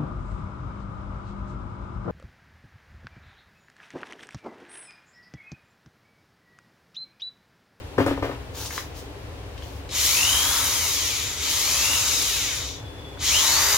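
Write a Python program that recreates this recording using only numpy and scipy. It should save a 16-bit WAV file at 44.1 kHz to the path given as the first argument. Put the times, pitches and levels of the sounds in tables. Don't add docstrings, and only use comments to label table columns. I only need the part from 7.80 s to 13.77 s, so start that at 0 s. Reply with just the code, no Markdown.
import sys
import numpy as np
from scipy import signal
from scipy.fft import rfft, irfft
from scipy.io import wavfile
from scipy.ndimage import map_coordinates

SR = 44100
rng = np.random.default_rng(int(sys.argv[2]) if len(sys.argv) > 2 else 0)


def put_to_file(sound):
    columns = np.atleast_2d(sound).T
    safe = np.clip(columns, -1, 1)
    whole_steps = np.round(safe * 32767)
    wavfile.write(sys.argv[1], SR, whole_steps.astype(np.int16))


N = 263277
TIME = np.arange(N) / SR
FREQS = np.maximum(np.arange(N // 2 + 1) * SR / N, 1)
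MESH_PER_TURN = 7.5

# press_s, release_s, aim_rps, spin_up_s, squeeze_s
TRIGGER_PULLS = [(2.09, 2.761, 308.5, .24, .002), (3.56, 4.156, 255, .231, .017),
                 (5.374, 6.0, 436, .18, .034)]
# centre_hz, width_hz, lift_db
DRILL_COLOUR = [(930, 35, 6), (2370, 460, 1), (3010, 140, 5), (3340, 260, 0), (3820, 360, 5.5),
                (4300, 230, -2), (5800, 350, 2), (7000, 430, -1)]


def from_db(db):
    return 10 ** (np.asarray(db) / 20)


def rms_one(x):
    return x / np.sqrt(np.mean(x ** 2) + 1e-20)


def response(spectrum, peaks=()):
    hz, db = np.transpose(spectrum)
    smooth_db = np.interp(np.log(FREQS), np.log(hz), db)
    lift_db = sum(lift / (1 + (2 * (FREQS - centre) / width) ** 2) for centre, width, lift in peaks)
    roll_off = np.minimum(FREQS / hz[0], 1) ** 2 * np.minimum(hz[-1] / FREQS, 1) ** 2
    return from_db(smooth_db + lift_db) * roll_off


def colour(x, gain):
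    return irfft(rfft(x) * gain, N)


def band(x, hz, kind):
    sos = signal.butter(2, np.clip(hz, 10, .45 * SR), kind, fs=SR, output="sos")
    return signal.sosfilt(sos, x + 1e-18)


def drift(rate_hz):
    return rms_one(colour(rng.standard_normal(N), 1 / (1 + (FREQS / rate_hz) ** 2)))


def saturate(speed_rps, knee_rps):
    return speed_rps / np.hypot(speed_rps, knee_rps)


def room_rumble(level_db=-38, pan_db=2.0):
    # freq_hz, level_db
    spectrum = [(15, -46), (25, -39), (47, -2.5), (74, 0), (180, -12), (242, -14.5), (285, -13.5),
                (335, -15), (476, -15.5), (1070, -22.5), (1230, -26.5), (1560, -27.5), (2990, -30.5),
                (7110, -42.5), (16000, -49.5)]
    # centre_hz, width_hz, lift_db
    room_modes = [(76.4, 33, 2.5), (106, 13, 5), (194, 79, -7), (280.4, 23, 6.5), (405, 12.6, 7.5),
                  (490, 14.5, 6), (568, 24, 2)]
    gain = response(spectrum, room_modes)
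    spread = 0.063 + 1.6 * FREQS / (FREQS + 1200)
    mid = colour(rng.standard_normal(N), gain)
    side = colour(rng.standard_normal(N), gain * spread)
    stereo = (mid + side * [[1], [-1]]) / mid.std()
    return from_db(level_db) * stereo * from_db([[pan_db / 2], [-pan_db / 2]])


def knocks(gain_db=-2.0, crack_db=-4.5, crack_s=0.039, thump_db=-19.5, thump_hz=95, thump_s=0.025):
    # start_s, level_db, brightness_hz
    blows = [(0.181, -7, 880), (.201, -6.5, 557), (.263, -16, 1900), (.277, -22, 2400), (.309, -11, 520),
             (.375, -21.5, 805), (.425, -12, 980), (.446, -19.5, 1300), (0.492, -19, 600),
             (0.513, -26.5, 1800)]
    # pitch_hz, level_db, t60_s
    table_modes = [(115, -19, 0.19), (271.3, -9.5, 0.17), (356, -4.5, 0.033), (393, -6, 0.066),
                   (463, -6, 0.053), (556.7, -8, 0.12), (674, -12, 0.033), (825, -15, 0.023),
                   (970, -5, 0.021), (1230, -10.5, 0.071), (1520, -13, 0.043), (1805, -8.5, 0.057),
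                   (2160, -26, 0.049), (2745, -29, 0.045)]
    # freq_hz, level_db
    crack_spectrum = [(60, -4), (120, 11.5), (190, -20), (300, 10.5), (1500, -1), (2300, -7.5),
                      (3200, -11.5), (5000, -19.5), (8000, -29.5), (15000, -30)]
    t, body, cracks = TIME[:SR // 2], np.zeros(N), np.zeros(N)
    hz, mode_db, t60_s = np.transpose(table_modes)[:, :, None]
    polarity = (-1) ** np.arange(len(hz))[:, None]
    thump = from_db(thump_db) * np.sin(2 * np.pi * thump_hz * t) * np.exp(-t / thump_s)
    for start_s, level_db, brightness_hz in blows:
        strength = polarity * from_db(mode_db + rng.normal(0, 2.7, hz.shape))
        ring = np.sum(strength * from_db(-60 * t / t60_s) * np.sin(2 * np.pi * hz * t), axis=0)
        burst = rng.standard_normal(len(t)) * np.exp(-t / crack_s)
        span = slice(int(start_s * SR), int(start_s * SR) + len(t))
        body[span] += from_db(level_db) * (band(ring, brightness_hz, "low") + thump)
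        cracks[span] += from_db(level_db + crack_db) * brightness_hz / 1000 * burst
    return from_db(gain_db) * (body + colour(cracks, response(crack_spectrum)))


def snaps(decay_s=0.0039, gain_db=4.0):
    # start_s, level_db, centre_hz
    clicks = [(.262, -34, 9000), (0.859, -29.5, 6100), (0.906, -31.5, 2000), (0.978, -20, 1710),
              (1.188, -39.5, 5970), (1.778, -37, 3500), (1.823, -35.5, 2660), (2.091, -31, 3930),
              (5.373, -39, 1200)]
    t, out = TIME[:SR // 10], np.zeros(N)
    for start_s, level_db, centre_hz in clicks:
        burst = rng.standard_normal(len(t)) * np.exp(-t / decay_s)
        crack = band(burst, [centre_hz / 2, centre_hz * 1.32], "band")
        start = int(start_s * SR)
        out[start:start + len(t)] += from_db(level_db + gain_db) * crack / np.abs(crack).max()
    return out


def paper_slide(grain_db=3.5, attack_s=.04, release_s=0.024):
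    # start_s, length_s, level_db
    strokes = [(0.727, 0.13, -39), (0.884, 0.1, -39), (1.133, 0.034, -43), (1.783, 0.19, -56.5)]
    # freq_hz, level_db
    spectrum = [(900, 10.5), (2000, 3.5), (3200, 5), (4500, 7.5), (6600, 8), (8000, -2), (11000, -0.5),
                (15500, 3)]
    envelope = np.zeros(N)
    for start_s, length_s, level_db in strokes:
        swell = np.clip((TIME - start_s) / attack_s, 0, 1)
        fade = np.exp(-np.maximum(TIME - start_s - length_s, 0) / release_s)
        envelope += from_db(level_db) * swell * fade
    grains = rng.standard_normal(N) * from_db(grain_db * drift(240))
    return envelope * rms_one(colour(grains, response(spectrum)))


def motor(friction_rps_per_s=215.3, drag_per_s=.59, full_throttle_rps=304, current_lag_s=0.041):
    speed_rps, current, surge = np.zeros((3, N))
    brake_rps = friction_rps_per_s / drag_per_s
    for press_s, release_s, aim_rps, spin_up_s, squeeze_s in TRIGGER_PULLS:
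        held_s = np.clip(TIME - press_s, 0, release_s - press_s)
        driven_s = held_s - squeeze_s * (1 - np.exp(-held_s / squeeze_s))
        coast_s = np.maximum(TIME - release_s, 0)
        start_rps = np.interp(press_s, TIME, speed_rps)
        driven_rps = aim_rps + (start_rps - aim_rps) * np.exp(-driven_s / spin_up_s)
        braked_rps = (driven_rps + brake_rps) * np.exp(-drag_per_s * coast_s) - brake_rps
        speed_rps = np.where(TIME > press_s, np.maximum(braked_rps, 0), speed_rps)
        throttle = min(aim_rps / full_throttle_rps, 1) ** 3.9 * (TIME > press_s) * (TIME < release_s)
        current += throttle
        surge += throttle * (1 - speed_rps / aim_rps)
    pole = np.exp(-1 / (current_lag_s * SR))
    current, surge = signal.lfilter([1 - pole], [1, -pole], np.array([current, surge]) + 1e-18)
    return speed_rps, current, surge


def mains_pulses(mains_hz=50, sharpness=3.6, earliest_s=.007, retard_s=.018, full_wave_rps=370):
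    pulses = np.zeros(N)
    wide_open_rps = max(pull[2] for pull in TRIGGER_PULLS)
    for press_s, _, aim_rps, _, _ in TRIGGER_PULLS:
        firing_s = earliest_s + retard_s * (1 - aim_rps / wide_open_rps)
        wave = np.cos(2 * np.pi * mains_hz * (TIME - firing_s))
        first_half = np.exp(sharpness * (wave - 1))
        second_half = (0.63 if aim_rps > full_wave_rps else .08) * np.exp(sharpness * (-wave - 1))
        pulses = np.where(TIME > press_s, first_half + second_half, pulses)
    return pulses


def gear_rasp(turns, speed_rps, sharpness=1.4, uneven_db=1.2, soft_above_hz=4830, soft_below_rps=57):
    # freq_hz, level_db
    spectrum = [(300, -68), (900, -30.5), (1500, -36), (2000, -7.5), (3000, -6.5), (4200, -3.5),
                (5300, -2.5), (6900, 2.5), (7500, -4.5), (8200, -10), (12000, -37)]
    # centre_hz, width_hz, lift_db
    slow_ring = [(3670, 1100, 5.6)]
    teeth = np.exp(sharpness * (np.cos(2 * np.pi * MESH_PER_TURN * turns) - 1))
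    bite = 1 + 0.043 * np.cos(np.pi * MESH_PER_TURN * turns)
    runout = 1 + 0.098 * np.cos(2 * np.pi * turns)
    force = rms_one((1 + teeth * bite) * runout * from_db(uneven_db * drift(150)))
    scrape = rms_one(colour(force * rng.standard_normal(N), response(spectrum, DRILL_COLOUR)))
    dull = colour(scrape, response([(20, 0), (soft_above_hz, 0)], slow_ring))
    return dull + saturate(speed_rps, soft_below_rps) * (scrape - dull)


def gear_tones(turns, current, pace):
    # cycles_per_turn, level_db
    partials = [(7.5, -19), (11.25, -17), (15, -11), (18.75, -15), (22.5, -8), (26.25, -13), (30, -9),
                (33.75, -14), (37.5, -11), (45, -12)]
    # freq_hz, gain_db
    gear_case = [(500, -22), (1400, -8), (2200, -2.5), (3300, -1), (4500, -2), (6300, -1.5), (9000, -17)]
    tones = np.zeros(N)
    for per_turn, level_db in partials:
        backlash_cycles = (.05 + .1 * current) * drift(70) + .13 * drift(15)
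        gain = from_db(level_db + 2 * drift(39))
        tones += gain * np.sin(2 * np.pi * (per_turn * turns + backlash_cycles))
    clarity_db = .5 - 1.5 * current - 2 * pace
    return colour(tones, response(gear_case)) * from_db(clarity_db)


def brush_hiss(turns, flicker_db=4.0):
    # freq_hz, level_db
    spectrum = [(5000, -0.5), (7500, -32), (8200, -0.5), (9200, 3.5), (10700, 5), (12800, 4.5),
                (14300, 2.5), (16000, -0.5)]
    sparks = rng.standard_normal(N) * from_db(flicker_db * drift(440))
    ripple = 1 + 0.83 * np.cos(2 * np.pi * MESH_PER_TURN * turns)
    return rms_one(colour(sparks * ripple, response(spectrum)))


def magnetic_whine(turns, speed_rps, pulses, gain_db=-17.5, slots=12, remanence=0.049):
    # freq_hz, gain_db
    motor_can = [(500, -13), (1800, -16), (2400, -4.5), (2850, 3.5), (3150, 0.5), (3500, -8), (4400, -2),
                 (5200, -9)]
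    slot_tone = np.sin(2 * np.pi * (slots * turns + 0.11 * drift(54)))
    force = (pulses + remanence) * slot_tone * saturate(speed_rps, knee_rps=140)
    return from_db(gain_db) * colour(force, response(motor_can))


def shaft_tones(turns, pace, hum_db=-39.5, whistle_db=-31, whistle_per_turn=34.1):
    hum = from_db(hum_db) * np.sin(2 * np.pi * turns)
    whistle = from_db(whistle_db) * np.sin(2 * np.pi * (whistle_per_turn * turns + 0.16 * drift(45)))
    return pace ** 4 * (hum + whistle)


def fan(turns, pace, rush_db=-29.5, swish_db=-34.5, swish_per_turn=3.2, swish_width_hz=240):
    # freq_hz, level_db
    spectrum = [(200, -32), (400, -27), (550, -2.5), (720, -5.5), (950, 1), (1250, 3), (1550, -0.5),
                (2100, 1.5), (3500, -19.5)]
    rush = rms_one(colour(rng.standard_normal(N), response(spectrum, DRILL_COLOUR)))
    swish = drift(swish_width_hz) * np.sin(2 * np.pi * swish_per_turn * turns)
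    return from_db(rush_db) * pace ** 1.22 * rush + from_db(swish_db) * pace ** 2.3 * swish


def drill(speed_rps, current, surge, gears_db=-26, brushes_db=-29, throb_depth=0.37):
    # time_s, gears_db, vents_db
    facing = [(2.2, .5, 2), (2.7, -1.5, 1), (3.3, -.5, 0), (3.8, 0, 0), (4.4, 0.9, 1), (4.85, 1.5, -0.5),
              (5.5, 0.3, -2), (5.95, 1.5, -1)]
    facing_s, *facing_db = np.transpose(facing)
    gears_facing, vents_facing = (from_db(np.interp(TIME, facing_s, db)) for db in facing_db)
    pace = speed_rps / speed_rps.max()
    turns = np.cumsum(speed_rps) / SR
    pulses = current * mains_pulses()
    gear_gain = from_db(gears_db + 0.35 * current + 4.5 * surge) * saturate(speed_rps, 109.5) ** 0.98
    brush_gain = from_db(brushes_db + .3 * current + 6.5 * surge) * saturate(speed_rps, 140) ** 1.47
    gears = gears_facing * gear_gain * (gear_rasp(turns, speed_rps) + gear_tones(turns, current, pace))
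    brushes = vents_facing * brush_gain * brush_hiss(turns)
    throb = 1 + throb_depth * (pulses - current / 3)
    whine = magnetic_whine(turns, speed_rps, pulses)
    return (gears + brushes) * throb + whine + shaft_tones(turns, pace) + fan(turns, pace)


def table_echo(x, strength=0.16, dull_hz=7000, delay_ms=0.902, sway_ms=0.092):
    delay_s = (delay_ms + sway_ms * drift(0.83)) / 1000
    dulled = colour(x, 1 / (1 + (FREQS / dull_hz) ** 4))
    return x + strength * np.interp(TIME - delay_s, TIME, dulled)


def squeal(speed_rps, gain_db=4.0, below_rps=22):
    # pitch_hz, level_db
    partials = [(3009, -77), (3435, -57), (4290, -83), (4716, -79), (5136, -81)]
    tones = sum(from_db(db) * np.sin(2 * np.pi * (hz * TIME + 0.17 * drift(31))) for hz, db in partials)
    flutter_db = np.minimum(5 * drift(35), 5)
    first_release_s = TRIGGER_PULLS[0][1]
    run_down = (TIME > first_release_s) * np.exp(-(speed_rps / below_rps) ** 2)
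    return from_db(gain_db + flutter_db) * run_down * tones


def place(x, pan_db, lag_samples, wet_db, treble_db=7.0, t60_s=0.26, sway_s=.00022):
    t = TIME[:SR // 2]
    tail = rng.standard_normal((2, len(t))) * from_db(-60 * t / t60_s) * (t > .003)
    tail /= np.sqrt(np.sum(tail ** 2, axis=1, keepdims=True))
    bass = band(tail, 560, "low")
    treble = band(tail, 720, "high") + from_db(treble_db) / 2 * band(tail, 2460, "high")
    tail = treble + 1.25 * bass[0] + 0.19 * bass[1] * [[1], [-1]]
    direct = np.array([colour(x, np.exp(-2j * np.pi * FREQS * lag_samples / SR)), x])
    wet = signal.fftconvolve(x[None], tail, axes=1)[:, :N]
    wet = np.array([map_coordinates(side, [(TIME + sway_s * drift(4.01)) * SR], order=3) for side in wet])
    return (direct + from_db(wet_db) * wet) * from_db([[pan_db / 2], [-pan_db / 2]])


def scene():
    speed_rps, current, surge = motor()
    tool = table_echo(drill(speed_rps, current, surge)) + squeal(speed_rps)
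    tool = place(tool, pan_db=2.5, lag_samples=1.3, wet_db=-4.0)
    table = place(knocks(), pan_db=4.0, lag_samples=-6.0, wet_db=-6.5)
    handling = place(paper_slide() + snaps(), pan_db=3.0, lag_samples=-1.06, wet_db=-2.5)
    return room_rumble() + table + handling + tool


def record(dry):
    cutoff_hz = 15900
    return colour(dry, 1 / np.sqrt(1 + (FREQS / cutoff_hz) ** 300))


dry = scene()
out = record(dry)
put_to_file(out)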